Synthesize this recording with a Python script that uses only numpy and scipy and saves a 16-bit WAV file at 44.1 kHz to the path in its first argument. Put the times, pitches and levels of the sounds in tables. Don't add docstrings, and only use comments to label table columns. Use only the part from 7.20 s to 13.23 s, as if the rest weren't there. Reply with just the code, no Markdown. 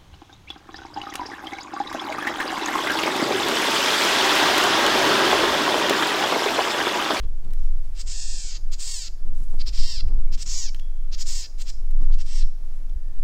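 import sys
import numpy as np
from scipy import signal
from scipy.fft import rfft, irfft, next_fast_len
from scipy.io import wavfile
from scipy.ndimage import uniform_filter1d, map_coordinates

SR = 44100
rng = np.random.default_rng(int(sys.argv[2]) if len(sys.argv) > 2 else 0)


def store_pcm(level_fs):
    pcm = np.round(np.clip(level_fs, -1, 1) * 32767).astype(np.int16)
    wavfile.write(sys.argv[1], SR, np.atleast_2d(pcm).T)


N = 266011
TIME = np.arange(N) / SR

# f/Hz, gain/dB
HUSH_EQ = [(150, -78), (250, -2.5), (324, -0.5), (658, -3), (930, -8), (1800, -11.5), (2100, -13),
           (3840, -15.5), (5240, -14), (6230, -15.5), (15600, -23)]
SWAY_EQ = [(3, -18.5), (6, -9), (11, 0), (16, 2.5), (22, -13.5), (30, -50), (60, -78), (120, -120)]
BUFFET_EQ = [(15, -16.5), (26, -1), (38, 0), (48, -11.5), (60, -16), (80, -28), (120, -12.5), (300, -60),
             (1000, -120)]
RUB_EQ = [(40, -24), (90, -2), (130, -1), (180, -3), (240, -10), (330, -11.5), (600, -23), (1200, -27.5),
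          (3000, -63), (10000, -72)]
# t/s, sway/dB, buffet/dB
AIR_FADES = [(0.0, -21, -24.5), (0.28, -19, -41.5), (0.43, -14.5, -28), (0.5, -12.5, -36),
             (0.78, -26, -31.5), (1.03, -17, -38), (1.27, -25, -33.5), (1.5, -16.5, -42.5),
             (1.85, -29, -40), (2.07, -15, -32), (2.42, -14, -34), (2.52, -19.5, -27), (2.62, -6.5, -28),
             (2.69, -20, -37.5), (2.86, -14, -20.5), (3.14, -9, -36), (3.21, -26, -33), (3.44, -10.5, -37),
             (3.48, -20, -36.5), (4.16, -16.5, -38.5), (4.28, -38.5, -43.5), (4.33, -22.5, -41),
             (4.93, -8.5, -31), (5.1, -20.5, -40), (5.23, -8, -29), (5.33, -21.5, -43),
             (5.68, -21.5, -40.5), (5.75, -19, -25.5), (5.93, -23, -42), (6.0, -14, -29)]
# t/s, level/dB
RUB_FADES = [(0, -53.5), (.6, -60), (1.9, -62), (2.15, -53.5), (2.7, -56), (2.95, -48), (3.4, -59),
             (4.5, -61.5), (4.8, -55), (5.4, -60.5), (6, -55.5)]
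# t/s, width/s, level/dB
GRIP_BUMPS = [(0.042, 0.0086, -40), (0.281, 0.031, -45.5), (1.142, 0.0078, -47.5), (1.251, 0.0063, -49),
              (2.075, 0.026, -49), (2.23, .01, -51.5), (2.337, 0.017, -45), (2.483, 0.0073, -46),
              (2.6, .01, -43.5), (2.834, 0.0085, -40.5), (2.917, 0.027, -42.5), (3.12, 0.014, -50),
              (3.554, .012, -53.5), (4.743, .01, -53), (4.82, 0.018, -41), (5.766, 0.011, -61)]
# t/s, width/s, f/Hz, level/dB
FAR_WHISTLES = [(.02, 0.05784, 3324, -70), (3.024, 0.004, 1233, -61), (3.083, 0.0094, 2257, -64),
                (3.633, 0.034, 3319, -63), (3.76, 0.097, 3288, -73.5), (3.856, 0.012, 1305, -69),
                (5.919, 0.18, 1801, -74)]
# t/s, width/s, level/dB, centre f/Hz
RUSTLES_AND_KNOCKS = [(0.04, 0.0084, -57, 3180), (0.445, 0.065, -65, 5500), (0.65, 0.013, -64, 4850),
                      (2.19, 0.034, -60, 7552), (2.238, 0.012, -58.5, 8500), (2.326, 0.052, -63, 7740),
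                      (2.343, 0.0016, -48, 696), (4.837, 0.025, -60.5, 1310), (4.831, 0.026, -60.5, 5000),
                      (4.903, 0.0029, -51, 1002)]
# t/s, relative level/dB, ring f/Hz, crack against ring/dB
STALK_SNAPS = [(0.2471, -46, 3280, -15), (0.3078, -46, 2950, -10), (0.335, -42.5, 2600, 3.5),
               (2.8841, -42.5, 2530, -10), (3.5463, -31, 3092, -19), (3.5612, -44, 2556, -7),
               (3.5965, -36, 2930, -14), (4.7099, -48, 2560, 5.5), (5.6956, -47, 2875, -15)]
# f/Hz, t60/s
WOOD_DECAY = [(300, 0.3), (5500, 0.47), (9000, 0.2088), (15000, 0.12)]
# f/Hz, gain/dB
BODY_EQ = [(400, -31), (750, -14.5), (1080, 0), (1400, -7), (1950, -2.5), (2900, 1), (3900, 0),
           (5500, -0.5), (9000, -17), (12000, -52)]
THROAT_EQ = [(1000, -40), (2400, -19), (3200, -9.5), (4000, -3.5), (4550, 1.5), (5050, 5.5), (5600, 2),
             (6150, -10.5), (7300, -38), (9000, -31), (12000, -60)]
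UPPER_EQ = [(1200, -24), (3300, -44), (5200, -6), (6200, -2.5), (7100, 3.5), (7900, -1), (8400, -6.5),
            (8900, -18.5), (9800, -27), (12000, -38)]
SIZZLE_EQ = [(6000, -12), (9000, 5), (10000, 2.5), (11500, -0.5), (13800, 3), (15500, -3), (18000, 4.5)]
# peak t/s, rise/s, level/dB, upper send/dB, sizzle send/dB, throat f/Hz, upper f/Hz
RASP_CUES = [(.813, 0.061, -37.5, -1.5, -22, 5070, 7300), (1.542, .019, -38.5, -1, -19.5, 4600, 6870),
             (2.414, .012, -35, -20, -30, 4606, 6803), (2.489, 0.022, -33, -13.5, -25, 4900, 7100),
             (3.147, .02, -39.5, -8, -18.5, 5058, 6670), (3.226, 0.048, -35.5, -2.5, -22, 5360, 7343),
             (3.945, .017, -37.5, -3.5, -25, 4740, 6000), (4.022, 0.04, -33.3, -1, -18, 5204, 6878),
             (4.421, .036, -43.5, -.7, -13, 4510, 7140), (4.499, .036, -38.5, -6, -20, 5200, 7030),
             (4.943, 0.024, -49.5, -12, -19, 4300, 6500), (5.017, 0.032, -44, -8, -21.5, 5430, 7263)]
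# start t/s, end t/s, swell/s, swell depth/dB, fall/s, fall bend/exponent,
# level/dB, upper send/dB, sizzle send/dB, upper loss in the fall/dB,
# low side f/Hz, high side f/Hz, final low f/Hz, final high f/Hz, throat f/Hz, throat slide/share,
# upper f/Hz, time to clear/s, settled jitter/share, added jitter at the end/share
SCREECH_CUES = [(.874, 1.374, 0.0536, 4, 0.26, 1.63, -40.5, 1.2, -32, 5.5, 842, 920, 607.5, 661.3, 5030, 0.065, 7150, .07, 0.04, .25),
                (1.599, 1.883, 0.18, 2.5, 0.16, 1.2, -37.5, 1.5, -17, 9, 945.5, 1111, 608.8, 750, 4830, .01, 7370, .135, 0.02, .16),
                (2.536, 2.809, 0.11, 6.5, .14, 2.15, -34.5, -11, -27, 20, 936.8, 1052, 674.4, 681, 5020, 0.1, 7233, .12, 0.03, 0),
                (3.263, 3.494, 0.074, 7.5, .11, 1.34, -36, 1.5, -22.5, 21, 999.4, 1156, 744.6, 759.7, 5399, 0.033, 6680, 0.117, 0.03, 0),
                (4.065, 4.262, .025, 5.5, .1, 1.4, -37, -0.1, -17.5, 21, 938, 1104, 714.5, 810.5, 5130, 0.0067, 7115, 0.1149, 0.03, .1),
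                (5.065, 5.229, 0.13, 10.5, 0.065, 1.76, -41.5, -8, -24, 21, 952, 1082, 818, 937, 5545, 0.27, 7640, 0.099, 0.04, 0.02)]


def amp(db):
    return 10 ** (np.asarray(db) / 20)


def unit(x):
    return x / np.sqrt(np.mean(x ** 2) + 1e-20)


def along(points, hz):
    f, v = np.transpose(points)
    return np.interp(np.log(hz + 1), np.log(f + 1), v)


def curves(rows):
    times, *columns = np.transpose(rows)
    return [np.interp(TIME, times, column) for column in columns]


def filtered(x, response):
    size = next_fast_len(N + SR // 2)
    return irfft(rfft(x, size) * response(np.fft.rfftfreq(size, 1 / SR)), size)[:N]


def noise(eq):
    return unit(filtered(rng.standard_normal(N), lambda hz: amp(along(eq, hz))))


def wobble(rate):
    return map_coordinates(rng.standard_normal(int(N * rate / SR) + 4), [TIME * rate])


def bell(s, width):
    return np.exp(-.5 * ((TIME - s) / width) ** 2)


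def hush(level_db=-61):
    return amp(level_db + .7 * wobble(6)) * noise(HUSH_EQ)


def eddies(eq, level_db, cutoff_hz):
    air = noise(eq)
    rolls = unit(air / (np.abs(signal.hilbert(air)) + .5))
    return filtered(amp(level_db) * rolls, lambda hz: 1 / np.sqrt(1 + (hz / cutoff_hz) ** 10))


def air_rumble():
    sway_db, buffet_db = curves(AIR_FADES)
    return eddies(SWAY_EQ, sway_db + .52, cutoff_hz=25) + eddies(BUFFET_EQ, buffet_db + 1, cutoff_hz=80)


def handling():
    rub_db, = curves(RUB_FADES)
    rub = amp(rub_db - 1) * unit(amp(3 * wobble(35)))
    bumps = sum(amp(db) * bell(s, width) for s, width, db in GRIP_BUMPS)
    return np.hypot(rub, bumps) * noise(RUB_EQ)


def far_birds(waver=.00295):
    out = np.zeros(N)
    for s, width, hz, db in FAR_WHISTLES:
        phase = 2 * np.pi * np.cumsum(hz * (1 + waver * wobble(70))) / SR
        out += amp(db) * bell(s, width) * np.sqrt(2) * np.sin(phase)
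    return out


def rustles_and_knocks(grain_db=3.5):
    out = np.zeros(N)
    for s, width, db, hz in RUSTLES_AND_KNOCKS:
        band = noise([(hz / 8, -16), (hz, 0), (hz * 2.7, -17), (hz * 8, -40)])
        out += amp(db) * bell(s, width) * unit(band * amp(grain_db * wobble(600)))
    return out


def stalks(ring_t60=.015, crack_t60=.021, bandwidth=.69, trim_db=-5):
    out, t = np.zeros(N + SR), np.arange(SR // 10) / SR
    for s, db, hz, crack_db in STALK_SNAPS:
        strike, crack = rng.standard_normal((2, len(t)))
        ring = unit(signal.lfilter(*signal.iirpeak(hz, 1 / bandwidth, SR), strike))
        snap = ring * amp(-60 * t / ring_t60) + crack * amp(crack_db - 60 * t / crack_t60)
        out[round(s * SR):][:len(t)] += amp(db + trim_db) * snap
    return out[:N]


def trees(x, ground_db=-12, trunks_db=-22):
    hz, t, bins = signal.stft(rng.standard_normal(SR // 2), SR, nperseg=256)
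    decay_db = -60 * t / along(WOOD_DECAY, hz)[:, None]
    tone_db = along([(1000, -20), (5500, 6.5), (8000, 10.5), (14000, 0)], hz)[:, None]
    tail = signal.istft(bins * amp(decay_db + tone_db), SR, nperseg=256)[1]
    tail /= np.linalg.norm(tail)
    early = np.zeros(SR // 50)
    early[round(.0022 * SR)] += amp(ground_db)
    trunk_delays = rng.integers(SR // 300, SR // 50, size=6)
    early[trunk_delays] += amp(trunks_db) * rng.standard_normal(6) / np.sqrt(6)
    send_db = np.interp(TIME, [4.16, 4.46], [-19, -13])
    return signal.fftconvolve(x, early)[:N] + signal.fftconvolve(x * amp(send_db), tail)[:N]


def closing(t, end, fall, bend):
    return np.clip(1 - (end - t) / fall, 0, 1) ** bend


def effort(t, attack_db_per_s=1198, cut_db_per_s=2600, sag_db=2.5):
    power = np.zeros((3, len(t)))
    for start, end, swell_s, swell_db, fall, bend, db, upper_db, sizzle_db, dull_db, *_ in SCREECH_CUES:
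        shut = closing(t, end, fall, bend)
        gate_db = attack_db_per_s * np.maximum(0, start - t) + cut_db_per_s * np.maximum(0, t - end)
        soft_db = swell_db * np.clip(1 - (t - start) / swell_s, 0, 1) ** 2 + sag_db * shut
        bands_db = np.array([0 * t, upper_db - dull_db * shut ** 2.88, sizzle_db - 8 * shut])
        power += amp(db - gate_db - soft_db + bands_db) ** 2
    rise_db_per_s, release_db_per_s, hold_s = 300, 1700, .0028
    for s, rise_s, db, upper_db, sizzle_db, *_ in RASP_CUES:
        gate_db = attack_db_per_s * np.maximum(0, s - rise_s - t)
        soft_db = rise_db_per_s * np.maximum(0, s - t) + release_db_per_s * np.maximum(0, t - s - hold_s)
        bands_db = np.array([-soft_db, upper_db - 1.42 * soft_db, sizzle_db - soft_db])
        power += amp(db - gate_db + bands_db) ** 2
    return power


def posture(rasp_pitches_hz=(800, 950), rasp_jitter=.28, onset_jitter=.269, fray_s=.0282, upper_slide=.11):
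    rows = []
    for cue in SCREECH_CUES:
        start, end, _, _, fall, bend = cue[:6]
        low_hz, high_hz, low_end_hz, high_end_hz = cue[10:14]
        throat_hz, throat_slide, upper_hz, clear_s, settled, fray = cue[14:]
        t = np.linspace(start, end, 60)
        shut = closing(t, end, fall, bend)
        clearing = np.interp(t - start, [0, clear_s], [onset_jitter, settled])
        jitter = clearing + fray * np.exp((t - end) / fray_s)
        low = low_hz + (low_end_hz - low_hz) * shut
        high = high_hz + (high_end_hz - high_hz) * shut
        throat = throat_hz * (1 - throat_slide * shut ** 2)
        upper = upper_hz * (1 - upper_slide * shut ** 2)
        rows += zip(t, low, high, jitter, throat, upper)
    for s, rise_s, *_, throat_hz, upper_hz in RASP_CUES:
        for edge in (s - rise_s, s + .015):
            rows.append((edge, *rasp_pitches_hz, rasp_jitter, throat_hz, upper_hz))
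    return curves(sorted(rows))


def syrinx(centre_hz, jitter, quaver=.01):
    pitch_hz = centre_hz * (1 + quaver * wobble(90))
    cycles = np.cumsum(pitch_hz) / SR
    beat_s = np.interp(np.arange(1, int(cycles[-1])), cycles, TIME)
    spread = np.interp(beat_s, TIME, jitter)
    period = 1 / np.interp(beat_s, TIME, pitch_hz)
    timing_error, size_error = rng.standard_normal((len(beat_s), 2)).T
    drift = np.cumsum(timing_error * spread * period)
    drift -= uniform_filter1d(drift, size=60)
    centres = np.clip((beat_s + drift) * SR, 8, N - 9)
    taps = centres.astype(int)[:, None] + np.arange(-7, 9)
    offset = taps - centres[:, None]
    click = np.sinc(offset) * np.cos(np.pi * offset / 16) ** 2
    sizes = amp(4 * np.sqrt(spread) * size_error) * np.sqrt(period)
    return unit(np.bincount(taps.ravel(), (click * sizes[:, None]).ravel(), N))


def beak(source, throat_hz, upper_hz, throat_eq_peak_hz=5050, upper_eq_peak_hz=7100):
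    hz, t, bins = signal.stft(source, SR, nperseg=256, noverlap=192)
    throat_shift = np.interp(t, TIME, throat_hz) / throat_eq_peak_hz
    upper_shift = np.interp(t, TIME, upper_hz) / upper_eq_peak_hz
    main, upper, sizzle = effort(t)
    force_db = 10 * np.log10(main + 1e-12) + 36
    body_share = np.clip(amp(-11.5 - .8 * force_db) ** 2, 0, .5)
    resonances = [(BODY_EQ, 1, main * body_share),
                  (THROAT_EQ, throat_shift, main * (1 - body_share) * amp(-1) ** 2),
                  (UPPER_EQ, upper_shift, upper),
                  (SIZZLE_EQ, upper_shift, sizzle * amp(2.5) ** 2)]
    colour = 0
    for eq, shift, power in resonances:
        shape = amp(along(eq, hz[:, None] / shift)) ** 2
        colour += power * shape / shape.mean(axis=0)
    return signal.istft(bins * np.sqrt(colour), SR, nperseg=256, noverlap=192)[1][:N]


def bird(high_side_db=-1.5, breath=.21, low_cut_hz=1200, flutter_db=.9):
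    low_hz, high_hz, jitter, throat_hz, upper_hz = posture()
    clash = syrinx(low_hz, jitter) + amp(high_side_db) * syrinx(high_hz, jitter)
    pulses = filtered(clash, lambda hz: hz ** 3 / np.sqrt(hz ** 6 + low_cut_hz ** 6))
    source = unit(pulses + breath * rng.standard_normal(N))
    return beak(source, throat_hz, upper_hz) * amp(flutter_db * wobble(140))


def scene():
    near = bird() + stalks() + rustles_and_knocks()
    return (near + trees(near) + far_birds() + handling() + air_rumble() + hush())[None]


def record(dry, top_hz=15780):
    return filtered(dry[0], lambda hz: hz < top_hz)[None]


dry = scene()
out = record(dry)
store_pcm(out)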